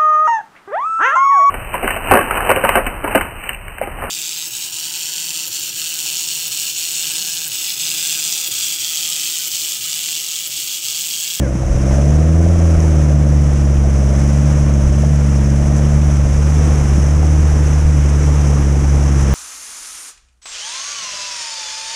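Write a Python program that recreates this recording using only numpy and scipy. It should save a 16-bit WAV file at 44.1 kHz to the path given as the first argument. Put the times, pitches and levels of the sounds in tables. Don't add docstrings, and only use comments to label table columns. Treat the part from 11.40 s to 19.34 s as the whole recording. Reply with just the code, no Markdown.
import sys
import numpy as np
from scipy import signal
from scipy.fft import rfft, irfft
from scipy.io import wavfile

SR = 44100
rng = np.random.default_rng(int(sys.argv[2]) if len(sys.argv) > 2 else 0)


def file_out(sig):
    cols = np.atleast_2d(sig).T
    lim = np.clip(cols, -1, 1)
    pcm = np.round(lim * 32767).astype(np.int16)
    wavfile.write(sys.argv[1], SR, pcm)


N = 350154
TIME = np.arange(N) / SR


# (time [s], firing rate [Hz])
FIRING_RATE = [(0, 68.5), (.15, 62.8), (.5, 66.9), (.75, 75.0), (1.11, 85.4), (1.65, 74.2), (2.65, 68.3),
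               (3.1, 72.8), (3.5, 69.0), (3.68, 73.2), (4.0, 69.5), (4.62, 73.5), (4.88, 70.0), (5.1, 74.1),
               (5.28, 74.8), (5.53, 69.3), (5.85, 75.7), (6.25, 73.1), (6.5, 75.0), (6.65, 70.9),
               (6.9, 73.1), (7.25, 70.2), (7.68, 70.9), (7.94, 67.3)]
# (time [s], boom gain [dB])
THROTTLE_GAIN = [(0, -0.5), (.09, -9), (.3, -6), (.5, -.7), (.72, 0.9), (1.2, 0.13), (7.94, -0.5)]
# (time [s], position [0 at the snorkel's mouth, 1 down by the wing])
POSITION = [(0, 0.23), (.7, 0.17), (1.3, 0.42), (1.9, 0.25), (2.4, 0.49), (2.95, 0), (3.5, 0.2), (4.45, 0),
            (5.05, 0.56), (5.35, 0.45), (6.0, 0.99), (6.95, 0.77), (7.2, 0.27), (7.5, 0.66), (7.94, 0.33)]
# (time [s], rasp level [dB], drone level [dB])
GROWL_LEVELS = [(0, -30.5, -23.5), (.22, -32.5, -27.5), (.65, -29.5, -23.5), (1.1, -30.5, -26.5),
                (1.7, -30, -25), (2.2, -36, -27.5), (2.45, -31.5, -27), (3.1, -33, -25), (3.8, -36.5, -27),
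                (4.4, -31.5, -26), (5.0, -36.5, -33.5), (5.9, -36, -26.5), (6.5, -41, -29.5),
                (7.94, -42.5, -29.5)]

def engine(start_phase=0.5303):
    firing_hz, = in_time(FIRING_RATE)
    throttle_db, = in_time(THROTTLE_GAIN)
    position, = in_time(POSITION)
    rasp_db, drone_db = in_time(GROWL_LEVELS)
    firings = start_phase + np.cumsum(firing_hz) / SR
    return (from_db(throttle_db) * boom(firings, firing_hz, position)
            + from_db(drone_db) * drone(firings, firing_hz)
            + from_db(rasp_db) * rasp(firings))


# (level at the snorkel [dB], change down by the wing [dB])
BOOM_HARMONICS = [(-12.5, 2.5), (-15.5, -3), (-23.2, -10.5)]

def boom(firings, firing_hz, position, skew_cycles=0.42, flutter_db=0.54):
    out = 0
    for k, (db, wing_db) in enumerate(BOOM_HARMONICS, 1):
        level_db = db + wing_db * position + intake_db(k * firing_hz) + flutter_db * k * drift(23.4)
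        out += from_db(level_db) * np.cos(2 * np.pi * (k * firings + skew_cycles))
    return np.sqrt(2) * out


# (frequency [Hz], gain [dB])
INTAKE_RESPONSE = [(62, 0.1), (72, -0.53), (84, 1.3), (128, 2.5), (138, -1.5), (145, 1.4), (153, -0.3),
                   (166, -2.5), (203, 2.5), (216, 0.5), (245, -4.5), (280, 4), (305, 0), (332, 2.5),
                   (368, -3), (400, -0.5)]

def intake_db(hz):
    return np.interp(hz, *np.transpose(INTAKE_RESPONSE))


# (3/4 below [dB], 1/2 below [dB], 1/4 below [dB], on the harmonic [dB])
DRONE_LINES = [(-20, -18, -17, -34), (-1, -8, -0.5, -32), (3.5, -3, -5, -18), (1, -5, -3.5, 0),
               (1.5, -27, -6, -1.5), (-2, -12, -10.5, -25), (-7, -7.5, -9, -17), (-16, -12, -18.5, -23),
               (-18.5, -17.5, -13.5, -19.5)]
# (frequency [Hz], bandwidth [Hz], gain [dB])
PANEL_MODES = [(328.5, 26, 1), (582, 31.5, 14.5)]

def drone(firings, firing_hz, waver_db=2.0, slip_cycles=.025):
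    cycles, cycle_hz = firings / len(FIRING_ORDER), firing_hz / len(FIRING_ORDER)
    lines = 0
    for k, db in enumerate(np.ravel(DRONE_LINES), 1):
        phase = k * cycles + rng.random() + slip_cycles * drift(2.4)
        level_db = db + intake_db(k * cycle_hz) + waver_db * drift(1.86)
        lines += from_db(level_db) * np.cos(2 * np.pi * phase)
    panels = sum(from_db(db) * resonate(lines, hz, width) for hz, width, db in PANEL_MODES)
    return rms_one(lines + panels)


# (strength [dB], delay [firing intervals])
FIRING_ORDER = [(2, 0), (-2, .04), (-1.5, -.03), (1.5, .02)]
# (frequency [Hz], bandwidth [Hz], gain [dB])
SNORKEL_MODES = [(505, 47, -1.5), (571, 39, 1.5), (627.5, 50, -1), (708, 55, -4)]

def rasp(firings, uneven_db=3.5, puff_db=-3, pulsing_db=8):
    kick_lead, puff_lead, jitter = 0.5524, .17, .007
    number = np.arange(1, int(firings[-1]))
    strength_db, delay = np.array(FIRING_ORDER)[number % len(FIRING_ORDER)].T
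    time_scatter, level_scatter = rng.standard_normal((len(number), 2)).T
    times = np.interp(number - kick_lead + delay + jitter * time_scatter, firings, TIME)
    kicks = body(clicks(zip(times, strength_db + uneven_db * level_scatter)), SNORKEL_MODES)
    airflow = from_db(pulsing_db * np.cos(2 * np.pi * (firings + puff_lead)))
    puffs = airflow * body(rng.standard_normal(N), SNORKEL_MODES)
    return rms_one(rms_one(kicks) + from_db(puff_db) * rms_one(puffs))


# (time [s], level [dB])
WAVE_LEVEL = [(0, -39.5), (.22, -39), (.52, -34), (.95, -38), (1.5, -35.5), (1.8, -38.5), (2.13, -36),
              (2.35, -38), (2.9, -34.5), (3.4, -36.5), (4.7, -35.5), (5.5, -34), (5.9, -35), (6.25, -34),
              (6.65, -35), (6.95, -33.5), (7.35, -35.5), (7.94, -31.5)]
# (frequency [Hz], spectral level [dB])
FOAM_SPECTRUM = [(400, -22), (750, 0.5), (1000, -0.5), (1280, -1), (1450, -2.5), (1750, -4), (2300, -7),
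                 (3100, -12), (3800, -17.5), (4400, -22.5), (6000, -64)]
# (frequency [Hz], spectral level [dB])
SPRAY_SPECTRUM = [(3500, -55), (4400, -21), (5000, -11), (5550, -3.5), (6050, -0.5), (6700, -7),
                  (7600, -10.5), (9000, -15.5), (10800, -17), (11900, -33.5), (13200, -29), (14300, -36),
                  (15000, -49)]

def bow_wave(foam_db=0.5, fizz_db=-14.0, mist_db=-4.48, patter_db=-4.98, surge_db=0.66, swell_db=0.27):
    wave_db, = in_time(WAVE_LEVEL)
    swing_db = surge_db * drift(56) + swell_db * drift(4.5) + 0.14 * spills_db()
    foam = from_db(foam_db) * coloured(grains(per_s=9000, spread_db=1.5), FOAM_SPECTRUM)
    fizz = from_db(fizz_db) * bubbles(low_hz=751, high_hz=2890, per_s=700, spread_db=5.5, q=20)
    mist = from_db(mist_db) * coloured(rng.standard_normal(N), SPRAY_SPECTRUM)
    droplets = grains(per_s=6000 * from_db(2.5 * drift(40)), spread_db=2.0)
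    patter = from_db(patter_db) * coloured(droplets, SPRAY_SPECTRUM)
    return from_db(wave_db + swing_db) * (foam + fizz + mist + patter)


# (frequency [Hz], spectral level [dB])
CHURN_SPECTRUM = [(60, -18), (110, 2), (180, 1), (260, 4.5), (330, 0.5), (400, -2), (475, 1.5), (560, -11),
                  (700, -9), (850, -17), (1300, -18.5)]

def wheel_churn(base_db=-33, wave_share=0.59, wing_db=3, lump_db=0.5, gurgle_db=-7.5):
    wave_db, = in_time(WAVE_LEVEL)
    position, = in_time(POSITION)
    level_db = base_db + wave_share * (wave_db - wave_db.mean()) + wing_db * position + spills_db()
    wash = coloured(rng.standard_normal(N), CHURN_SPECTRUM) * from_db(lump_db * drift(33))
    gurgle = bubbles(low_hz=300, high_hz=850, per_s=260, spread_db=2.2, q=14)
    return from_db(level_db) * (wash + from_db(gurgle_db) * gurgle)


# (time [s], rise of the churn [dB])
ARCH_SPILLS = [(.75, 2.5), (1.35, 2), (4.3, 2), (5.25, 5.5), (5.97, 0), (6.8, 2.5), (7.2, 5.5), (7.65, 1.5)]

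def spills_db():
    return sum(db * bell(s, half_width_s=0.19) for s, db in ARCH_SPILLS)


def bubbles(low_hz, high_hz, per_s, spread_db, q, sizes=24):
    births = grains(per_s * from_db(3 * drift(8)), spread_db)
    size = rng.integers(0, sizes, N)
    pitches = np.geomspace(low_hz, high_hz, sizes)
    return rms_one(sum(resonate(births * (size == k), hz, hz / q) / hz for k, hz in enumerate(pitches)))


# (time [s], cavity frequency [Hz], level [dB])
WING_SLAPS = [(.232, 700, -30), (.545, 630, -26), (.588, 590, -27), (1.35, 1250, -35), (2.45, 650, -25),
              (2.62, 600, -29), (2.72, 600, -29), (5.84, 750, -31), (7.17, 1150, -32), (7.205, 300, -25)]

def slaps(q=5.4):
    out = np.zeros(N)
    for s, hz, db in WING_SLAPS:
        swell = bell(s, half_width_s=.016)
        band = resonate(rng.standard_normal(N), hz, hz / q)
        pocket = swell * resonate(band, hz, hz / q)
        out += from_db(db) * pocket * np.std(swell) / np.std(pocket)
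    return out


# (time [s], relative level [dB])
DROP_HITS = [(0.2646, -29), (1.4037, -22.5), (3.3393, -26), (4.1031, -29), (5.3582, -24.5), (6.3343, -27),
             (7.0836, -29), (7.638, -26)]
# (frequency [Hz], bandwidth [Hz], gain [dB])
CASE_MODES = [(1800, 900, -16), (5570, 220, 8), (6300, 380, 12.5), (7600, 1200, -15), (10400, 1200, -19)]
# (time [s], relative level [dB])
KNOCK_HITS = [(.152, -8), (5.581, -1.5)]

def case_impacts(drop_gain_db=19.0, knock_gain_db=44.0):
    ticks = body(clicks(DROP_HITS), CASE_MODES)
    soft_contact = signal.butter(2, 260, fs=SR, output="sos")
    force = signal.sosfilt(soft_contact, clicks(KNOCK_HITS) + 1e-18)
    thuds = resonate(force, hz=165, width_hz=75)
    return from_db(drop_gain_db) * ticks + from_db(knock_gain_db) * thuds


# (time [s], fundamental [Hz], level [dB])
SQUEAK_GLIDE = [(0, 605, -42), (.025, 580, -35), (.05, 522, -32), (.078, 478, -35), (.11, 470, -90)]
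# (harmonic [number], relative level [dB])
SQUEAK_HARMONICS = [(1, 0), (2, -13), (3, -5), (4, -10)]

def squeak():
    hz, level_db = in_time(SQUEAK_GLIDE)
    phase = np.cumsum(hz) / SR
    tone = sum(from_db(level_db + db) * np.sin(2 * np.pi * k * phase) for k, db in SQUEAK_HARMONICS)
    return tone * (TIME < SQUEAK_GLIDE[-1][0])


# (time [s], level [dB])
WIND_GUSTS = [(.33, -18.5), (1.08, -29), (3.5, -25), (4.96, -24), (7.85, -23)]
# (frequency [Hz], spectral level [dB])
WIND_SPECTRUM = [(10, -38), (20, -5.5), (40, 1.5), (60, -5), (100, -6.5), (200, -20.5), (400, -50)]

def wind(breeze_db=-29, wing_db=4.5, lump_db=2.5):
    position, = in_time(POSITION)
    breeze = from_db(breeze_db + wing_db * position)
    gusts = sum(from_db(db) * bell(s, half_width_s=0.078) for s, db in WIND_GUSTS)
    lumps = from_db(lump_db * drift(10.6))
    return (breeze + gusts) * lumps * coloured(rng.standard_normal(N), WIND_SPECTRUM)


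def from_db(db):
    return 10 ** (np.asarray(db) / 20)


def rms_one(x):
    return x / np.sqrt(np.mean(x ** 2) + 1e-20)


def in_time(rows):
    times, *columns = np.transpose(rows)
    return [np.interp(TIME, times, column) for column in columns]


def bell(centre_s, half_width_s):
    return np.exp(-((TIME - centre_s) / half_width_s) ** 2)


def coloured(x, spectrum):
    hz, level_db = np.transpose(spectrum)
    log_bins = np.log(np.maximum(np.fft.rfftfreq(N, 1 / SR), 1))
    gain_db = np.interp(log_bins, np.log(hz), level_db, left=-90, right=-90)
    return rms_one(irfft(rfft(x) * from_db(gain_db), N))


def drift(rate_hz):
    step, settle = 40, 2000
    pole = np.exp(-2 * np.pi * rate_hz * step / SR)
    noise = rng.standard_normal(N // step + settle + 2)
    slow = signal.lfilter([1], [1, -2 * pole, pole * pole], noise)[settle:]
    return np.interp(np.arange(N) / step, np.arange(len(slow)), rms_one(slow))


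def resonate(x, hz, width_hz):
    r = np.exp(-np.pi * width_hz / SR)
    feedback = [1, -2 * r * np.cos(2 * np.pi * hz / SR), r * r]
    return signal.lfilter(np.array([1, 0, -1]) * (1 - r * r) / 2, feedback, x + 1e-18)


def body(x, modes):
    return sum((-1) ** k * from_db(db) * resonate(x, hz, width)
               for k, (hz, width, db) in enumerate(modes))


def clicks(events):
    out = np.zeros(N)
    for s, db in events:
        out[int(s * SR)] += from_db(db)
    return out


def grains(per_s, spread_db):
    sizes = from_db(spread_db * np.minimum(rng.exponential(1, N), 5))
    signs = rng.choice([-1, 1], N)
    return sizes * signs * (rng.random(N) < per_s / SR)


def scene():
    water = bow_wave() + wheel_churn() + slaps()
    return (engine() + water + case_impacts() + squeak() + wind())[None]


def record(dry, ceiling=.9, cutoff_hz=15000):
    rounded = dry / (1 + (dry / ceiling) ** 8) ** (1 / 8)
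    return signal.sosfilt(signal.ellip(10, .1, 80, cutoff_hz, fs=SR, output="sos"), rounded)


dry = scene()
out = record(dry)
file_out(out)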